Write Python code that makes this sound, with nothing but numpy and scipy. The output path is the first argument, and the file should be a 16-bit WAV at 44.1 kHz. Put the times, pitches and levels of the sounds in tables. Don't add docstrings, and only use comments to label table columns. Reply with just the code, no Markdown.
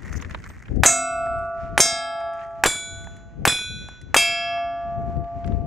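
import sys
import numpy as np
from scipy import signal
from scipy.fft import rfft, irfft
from scipy.io import wavfile
from scipy.ndimage import uniform_filter1d

SR = 44100
rng = np.random.default_rng(int(sys.argv[2]) if len(sys.argv) > 2 else 0)


def transcribe(u):
    v = np.clip(np.atleast_2d(u).T, -1, 1)
    q = np.round(v * 32767).astype(np.int16)
    wavfile.write(sys.argv[1], SR, q)


N = 249673

# muzzle blast in seconds, bullet heard landing in seconds.
SHOT_TIMES = [(.8351, .8594), (1.778, 1.8023), (2.6375, 2.6602), (3.453, 3.4760), (4.1441, 4.1639)]
# wash from the banks in dB, lead splash in dB, top level of the minor modes in dB.
SHOT_LEVELS = [(-6, -1.5, -17), (-10, -2.5, -15), (-12, -0.5, -27.5), (-10.5, 1.5, -34.5), (-12, -15, -19)]


def gain_of(db):
    return 10 ** (np.asarray(db) / 20)


def evened(x):
    return x / np.sqrt(np.mean(x ** 2) + 1e-20)


def read(points, hz):
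    f, value = np.transpose(points)
    return np.interp(np.log(hz + 1), np.log(f + 1), value)


def add(mix, s, sound):
    part = mix[..., round(s * SR):][..., :sound.shape[-1]]
    part += sound[..., :part.shape[-1]]


def noise(spectrum, count, apart):
    shared, own = rng.standard_normal((2, count))
    pair = np.array([shared + apart * own, shared - apart * own])
    colour = gain_of(read(spectrum, np.fft.rfftfreq(count, 1 / SR)))
    return evened(irfft(rfft(pair) * colour, count))


def blast(db):
    arrivals_ms = [0, .65, 1.15, 1.8, 2.4, 3.5, 4.2, 6.3, 12.4, 19.6, 21.]
    # typical gain (negative flips the pulse), half period in ms.
    pulses = [(1.1, 0.28), (0.085, 0.07), (0.61, .3), (0.35, 0.12), (0.31, 0.43), (0.26, 0.25),
              (-0.067, 0.37), (.2, 0.32), (-0.31, .35), (-0.39, .7), (0.12, 0.53)]
    # frequency in Hz, relative level in dB.
    gas_jet = [(150, -17), (500, 3.5), (1500, -9.5), (3000, -5), (5000, -15.5), (7500, -8), (11000, -17.5),
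               (16000, -19)]
    cliff_s, cliff_db = .4345, -32

    count = SR // 2
    ms = np.arange(count) * 1000 / SR
    out = np.zeros((2, count))
    chance = rng.standard_normal((len(pulses), 2))
    for delay, (gain, half_period), (shift, size) in zip(arrivals_ms, pulses, chance):
        u = np.clip((ms - delay - .05 * abs(shift)) / half_period, 0, 2)
        out += gain * gain_of(1.2 * size) * np.sin(np.pi * u) * np.exp(-.2 * u)

    roar_fade = gain_of(-11.0 - 60 * ms / 10.0) * np.minimum(ms, 1)
    out += roar_fade * noise(gas_jet, count=count, apart=0.23)

    hiss = noise([(5000, -26.5), (7500, 0), (10500, -31.5)], count=count, apart=.15)
    out += gain_of(-20.) * np.exp(-((ms - 5) / 2.2) ** 2) * hiss

    front = out[:, :400] * np.hanning(800)[400:]
    far = signal.lfilter(*signal.butter(2, 1100 / SR * 2), front)
    add(out, cliff_s, gain_of(cliff_db) * far)
    return gain_of(db) * out


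def thump():
    level_db, centre_hz, t60_s = -32.5, 70, .08
    t = np.arange(SR // 5) / SR
    colour = [(centre_hz / 5, -12), (centre_hz, 0), (4 * centre_hz, -6), (12 * centre_hz, -50)]
    bass = noise(colour, count=SR // 5, apart=.2)
    return gain_of(level_db - 60 * t / t60_s) * np.minimum(t / .003, 1) * bass


def banks(db):
    # frequency in Hz, relative level in dB.
    bank_colour = [(120, -11.5), (400, -14.5), (1500, -5.5), (3000, -12.5), (6000, -18), (9000, -16),
                   (12000, -21.5), (16000, -34)]
    # frequency in Hz, time to fall 60 dB in seconds.
    bank_t60 = [(200, 0.59), (1000, 0.31), (4000, 0.26), (9000, 0.38), (15000, .2)]

    hz, t, z = signal.stft(noise(bank_colour, count=SR, apart=0.089), SR, nperseg=256)
    patches = uniform_filter1d(rng.standard_normal(z.shape[1:]), 9, 0)
    patches = evened(uniform_filter1d(patches, 4, 1))
    fade_db = db + 3.5 * patches - 60 * t / read(bank_t60, hz)[:, None]
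    wash = signal.istft(z * gain_of(fade_db), SR, nperseg=256)[1]
    onset = np.minimum(np.arange(wash.shape[1]) / (0.0038 * SR), 1)
    return wash * onset


def splash(db):
    t = np.arange(SR // 4) / SR
    crack = gain_of(-60 * t / 0.0067)
    spray = gain_of(-6.0 - 60 * t / 0.053)
    colour = [(500, 2.0), (3000, -4.5), (8000, -13.0), (16000, -24)]
    return gain_of(db) * (crack + spray) * noise(colour, count=SR // 4, apart=.15)


def ring(hz, t60, db, seconds):
    all_pan_db, mode_pan_db = -0.48, 1.03
    out = np.zeros((2, round(seconds * SR)))
    chance = rng.standard_normal((len(hz), 2))
    for f, life, level, (skew, sway) in zip(hz, t60, db, chance):
        t = np.arange(min(round(1.6 * life * SR), out.shape[1])) / SR
        waver_db = 1.2 * np.sin(2 * np.pi * 2.7 * (1 + 0.12 * skew) * t + 3 * sway)
        fade = gain_of(level + waver_db - 60 * t / life) * np.minimum(t / .002, 1)
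        pan = gain_of(np.array([[.5], [-.5]]) * (all_pan_db + mode_pan_db * sway))
        phase = 3 * sway + [[.13 * skew], [-.13 * skew]]
        add(out, 0, fade * pan * np.sin(2 * np.pi * f * t + phase))
    return out


def plates():
    left_hz = [261.8, 399.4, 675.1, 711.9, 847.2, 1159.8, 1335.4, 1447.6, 1666.6, 2159.0, 2626.0, 3201.0,
               3699.0, 3896.0, 4877.0, 5375.0, 5462.0, 5830.0, 6230.0, 6321.0, 6811.0, 7458.0, 7566.0,
               7855.0, 8330.0, 8424.0, 9067.0, 9908.0, 10996.0, 11493.0]
    round_hz = [1488.3, 2281.0, 2471.0, 3431.0, 3475.0, 3990.0, 4704.0, 5139.0, 5653.0, 5974.0, 6206.0,
                6968.0, 7084.0, 7588.0, 7647.0, 7802.0, 8860.0, 9005.0, 9248.0, 9848.0, 10576.0, 11077.0,
                11612.0, 12145.0, 12810.0]
    last_hz = [274.4, 687.7, 855.4, 1170.2, 1355.9, 1455.8, 1684.1, 2191.0, 2351.0, 2659.0, 3241.0, 3655.0,
               3744.0, 3936.0, 4239.0, 4513.0, 4834.0, 4941.0, 5525.0, 6222.0, 6392.0, 6884.0, 7138.0,
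               7754.0, 8184.0, 8515.0, 8768.0, 9778.0, 10783.0, 11631.0]
    # time to fall 60 dB in seconds, then the level in dB
    left_modes = [(0.94, -21, -31), (4.9, -47.5, -51), (2.39, -11.5, -15), (1.36, -14, -21.5),
                  (2.4, -52, -26), (2.5, -24, -30), (1.64, -13, -18.5), (1.8, -18, -46), (1.12, -46.5, -17),
                  (0.66, -11.5, -11.5), (0.84, -13.5, -24), (0.73, -30, -13.5), (0.64, -27.5, -16),
                  (0.31, -15.5, -29.5), (0.54, -19, -6), (0.59, -45, -20.5), (0.37, -32, -2.5),
                  (0.4, -7.5, -20.5), (0.15, -1.5, -4), (0.25, 3, 3.5), (0.31, 2.5, -4), (0.16, -7, -3),
                  (0.4, -6, -41), (0.48, -1.5, -15.5), (0.32, -11.5, -4), (0.4, -3.5, -9),
                  (0.17, -14, -12.5), (0.17, -19, -5), (0.21, -42, -13), (0.3, -22.5, -42.5)]
    round_modes = [(1.174, -25, -24), (0.52, -14.5, -20.5), (0.65, -39, -14.5), (0.72, -17.5, -12),
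                   (0.33, -15, -10), (0.75, -22.5, -16.5), (0.13, -18, -76), (0.3, -26, -16.5),
                   (0.78, -42.5, -29), (0.17, -17, -49), (1.52, -49.5, -50), (0.66, -13.5, -20),
                   (0.19, -36, -14), (0.26, -9.5, -20.5), (0.53, -29.5, -40.5), (0.14, -20, -8.5),
                   (0.46, -18.5, -27.5), (0.22, -23, -17), (0.16, -22, -29), (0.46, -26, -23.5),
                   (0.36, -24, -18), (0.12, -17, -25), (0.8, -53, -58), (0.066, -37, -56.5),
                   (0.44, -44, -39.5)]
    last_modes = [(22, -50), (5.64, -19), (8.7, -45.5), (4, -32.5), (1.64, -27.5), (2.7, -42.5),
                  (1.35, -19.5), (0.8, -10), (0.62, -11.5), (0.79, -5), (0.74, -5), (0.22, -14.5),
                  (0.47, -19), (0.55, -25), (0.86, -34.5), (0.47, -15), (0.24, -22.5), (0.6, -7.5),
                  (0.69, -18.5), (0.25, -22), (0.2, -9), (0.36, -15.5), (0.44, -11.5), (0.32, -36),
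                  (0.19, -6.5), (0.44, -22.5), (0.18, -14.5), (0.63, -36.5), (0.24, -14), (0.29, -21.5)]
    targets = [(left_hz, left_modes, [0, 1]), (round_hz, round_modes, [2, 3]), (last_hz, last_modes, [4])]

    out = np.zeros((2, N))
    for hz, modes, shots in targets:
        t60, *levels = np.transpose(modes)
        ends = [SHOT_TIMES[k][1] for k in shots[1:]] + [N / SR]
        place, life = rng.random((70, 2)).T
        minor_hz = 2200 + 12000 * place
        minor_t60 = (.12 + .2 * life) * (1.8 - 1.2 * place)
        for k, db, end in zip(shots, levels, ends):
            s, minor_db = SHOT_TIMES[k][1], SHOT_LEVELS[k][2]
            add(out, s, ring(hz, t60, db, min(end - s, 3)))
            sizes_db = minor_db - 16 * rng.random(len(place)) - 24 * np.maximum(place - .55, 0)
            add(out, s, ring(minor_hz, minor_t60, sizes_db, .8))
    return out


def clicks():
    # start in seconds, level in dB.
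    hammer = [(1.258, -46), (1.386, -51), (2.202, -47.5), (2.334, -49.5), (2.945, -54.5), (3.042, -48.5),
              (3.165, -49), (3.787, -54), (3.884, -45), (4.014, -46.5)]
    # start in seconds, level in dB.
    seating = [(5.387, -70), (5.462, -51)]
    # frequency in Hz, relative level in dB.
    lockwork = [(800, -23), (2000, 11), (3500, -8.5), (7000, -2), (10500, -8), (13000, -29), (16000, -44)]
    # start in seconds, level in dB, pitch in Hz, brightness in dB.
    leather = [(0.0308, -42, 1740, -18), (.163, -42, 2000, -25), (0.2, -36, 1670, -32),
               (0.224, -30, 1260, -27), (0.2472, -32.5, 1660, -30), (0.309, -31.5, 1840, -21),
               (0.346, -21.5, 870, -48), (0.44, -35.5, 1300, -15), (0.49, -44.5, 3000, 0),
               (0.5003, -36, 1380, -35), (.575, -51, 1100, -19), (0.591, -49.5, 1800, -6),
               (0.6564, -42, 2390, -32), (0.682, -37.5, 1500, -48), (0.759, -48, 1500, -8),
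               (2.3917, -39.5, 1670, -33), (2.414, -37, 1670, -36), (2.436, -47, 1660, -31),
               (5.166, -46.5, 1170, -27), (5.242, -43, 1170, -39), (5.4436, -35, 1530, -30),
               (5.475, -38, 1180, -18), (5.52, -37.5, 600, -53)]
    steel_t60_s, leather_t60_s = .035, .03
    stray_db = 5

    out = np.zeros((2, N))
    t = np.arange(2048) / SR
    onset = np.minimum(t / .001, 1)
    for s, db in hammer + seating:
        fade = gain_of(db - 60 * t / steel_t60_s) * onset
        add(out, s, fade * noise(lockwork, count=2048, apart=0.14))

    when, size, pitch, bright = rng.random((170, 4)).T
    when = when * N / SR
    sizes_db = moving(when) + stray_db - 10 * size
    stray = zip(when, sizes_db, 1000 + 1100 * pitch, -30 + 16 * bright)
    for s, db, hz, bright_db in leather + list(stray):
        colour = [(hz / 3, -16), (hz, 0), (3700, -16), (6500, bright_db), (9000, bright_db - 14), (17000, -55)]
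        fade = gain_of(db - 60 * t / leather_t60_s) * onset
        add(out, s, fade * noise(colour, count=2048, apart=0.73))
    return out


def scuffs():
    # start in seconds, length in seconds, level in dB.
    drags = [(0.124, 0.014, -45), (0.157, 0.028, -44.5), (0.211, 0.017, -47)]
    # frequency in Hz, relative level in dB.
    drag_colour = [(1500, -10), (4000, -13), (6500, 10), (8500, -18), (12000, -12), (14500, -22),
                   (16000, -45)]
    # start in seconds, level in dB.
    jingles = [(.122, -63), (.405, -68), (.47, -58), (.49, -56)]
    # frequency in Hz, relative level in dB, time to fall 60 dB in seconds.
    fitting = [(8400, -2, 0.22), (14200, -8, .2)]

    out = np.zeros((2, N))
    for s, length, db in drags:
        count = round(length * SR)
        swell = signal.windows.tukey(count, .4)
        add(out, s, gain_of(db) * swell * noise(drag_colour, count=count, apart=0.71))
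    hz, mode_db, t60 = np.transpose(fitting)
    for s, db in jingles:
        add(out, s, ring(hz, t60, db + mode_db, .3))
    return out


def moving(t):
    # start in seconds, length in seconds, level before the fade in dB.
    moves = [(0, 1, -45), (1.4, 0.63, -62), (2.33, 0.37, -54), (3.203, 0.61, -84), (4.94, .7, -65)]
    fade_db = -26

    power = 1e-12
    for s, length, db in moves:
        u = (t - s) / length
        faded_db = db + fade_db * np.clip(u, 0, 1) ** 2
        edges = np.clip(10 * np.minimum(u + .02, 1 - u), 0, 1)
        power = power + gain_of(2 * faded_db) * edges
    return 10 * np.log10(power)


def rustle():
    # frequency in Hz, relative level in dB.
    cloth = [(180, -26.5), (300, -14.5), (568, -11.5), (680, -9), (898, -6.5), (1970, 5), (3380, -30.5),
             (6730, -14.5), (8880, -28.5), (11900, -33), (15000, -62)]
    grains = gain_of(5.5 * evened(uniform_filter1d(rng.standard_normal(N), 150)))
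    grainy = evened(grains * noise(cloth, count=N, apart=0.2))
    return gain_of(moving(np.arange(N) / SR)) * grainy


def wind():
    # time in seconds, level in dB.
    buffets = [(0.0, -38), (0.17, -29.5), (0.35, -39), (0.66, -45), (0.71, -27), (0.8, -18.5), (0.9, -44.5),
               (1.35, -35), (1.549, -47), (1.72, -31.5), (1.87, -47), (2.55, -51), (2.95, -38.5),
               (3.3, -45.5), (3.42, -27.5), (3.56, -56), (3.72, -30), (3.97, -47), (4.099, -38.5),
               (4.27, -46), (4.8, -44), (4.95, -34), (5.2, -26.5), (5.28, -46.5), (5.5, -21.5), (5.66, -28)]
    # frequency in Hz, relative level in dB.
    gust = [(12, -32.5), (20, -16), (54, 4.5), (90, 1.5), (167, -5), (222, -8), (471, -19.5), (600, -25),
            (780, -28.5), (1320, -120)]
    even_db, lean = -46, .55
    lumps_db = 2.5

    db = np.interp(np.arange(N) / SR, *np.transpose(buffets))
    lumps = uniform_filter1d(rng.standard_normal((2, N)), size=900)
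    lumps = evened(uniform_filter1d(lumps, size=900))
    ports = gain_of(np.outer([.5, -.5], lean * (db - even_db)))
    ports = ports / np.sqrt((ports ** 2).mean(0))
    return ports * gain_of(db + lumps_db * lumps) * noise(gust, count=N, apart=.9)


def air():
    # frequency in Hz, relative level in dB.
    murmur = [(200, -8), (600, -7), (1500, -7), (2500, -11.5), (3500, -23), (7000, -28), (10000, -48),
              (16000, -65.5)]
    level_db = -60
    swell = uniform_filter1d(rng.standard_normal(N), 3000)
    swell = evened(uniform_filter1d(swell, 3000))
    return gain_of(level_db + 3.5 * swell) * noise(murmur, count=N, apart=0.59)


def scene():
    out = plates() + clicks() + scuffs() + wind() + rustle() + air()
    for (s, hit_s), (banks_db, splash_db, _) in zip(SHOT_TIMES, SHOT_LEVELS):
        add(out, s, blast(db=11))
        add(out, s, thump())
        add(out, s, banks(banks_db))
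        add(out, hit_s, splash(splash_db))
    return out


def record(dry):
    threshold_db, slope, recovery_db_per_s = -25.0, 0.51, 60.
    edge_hz = 15800

    sensed = signal.lfilter(*signal.butter(2, 350 / SR * 2, "high"), dry)
    power = uniform_filter1d((sensed ** 2).mean(0), 600, origin=299)
    power_db = 10 * np.log10(abs(power) + 1e-12)

    fall = np.arange(N) * recovery_db_per_s / SR
    held_db = np.maximum.accumulate(power_db + fall) - fall
    over_db = np.maximum(held_db - threshold_db, 0)
    ducked = np.clip(dry / gain_of(slope * over_db), -.95, .95)

    low_pass = signal.firwin(511, edge_hz, window=("kaiser", 9), fs=SR)
    padded = np.pad(ducked, [(0, 0), (255, 255)], "reflect")
    return signal.oaconvolve(padded, low_pass[None], "valid")


dry = scene()
out = record(dry)
transcribe(out)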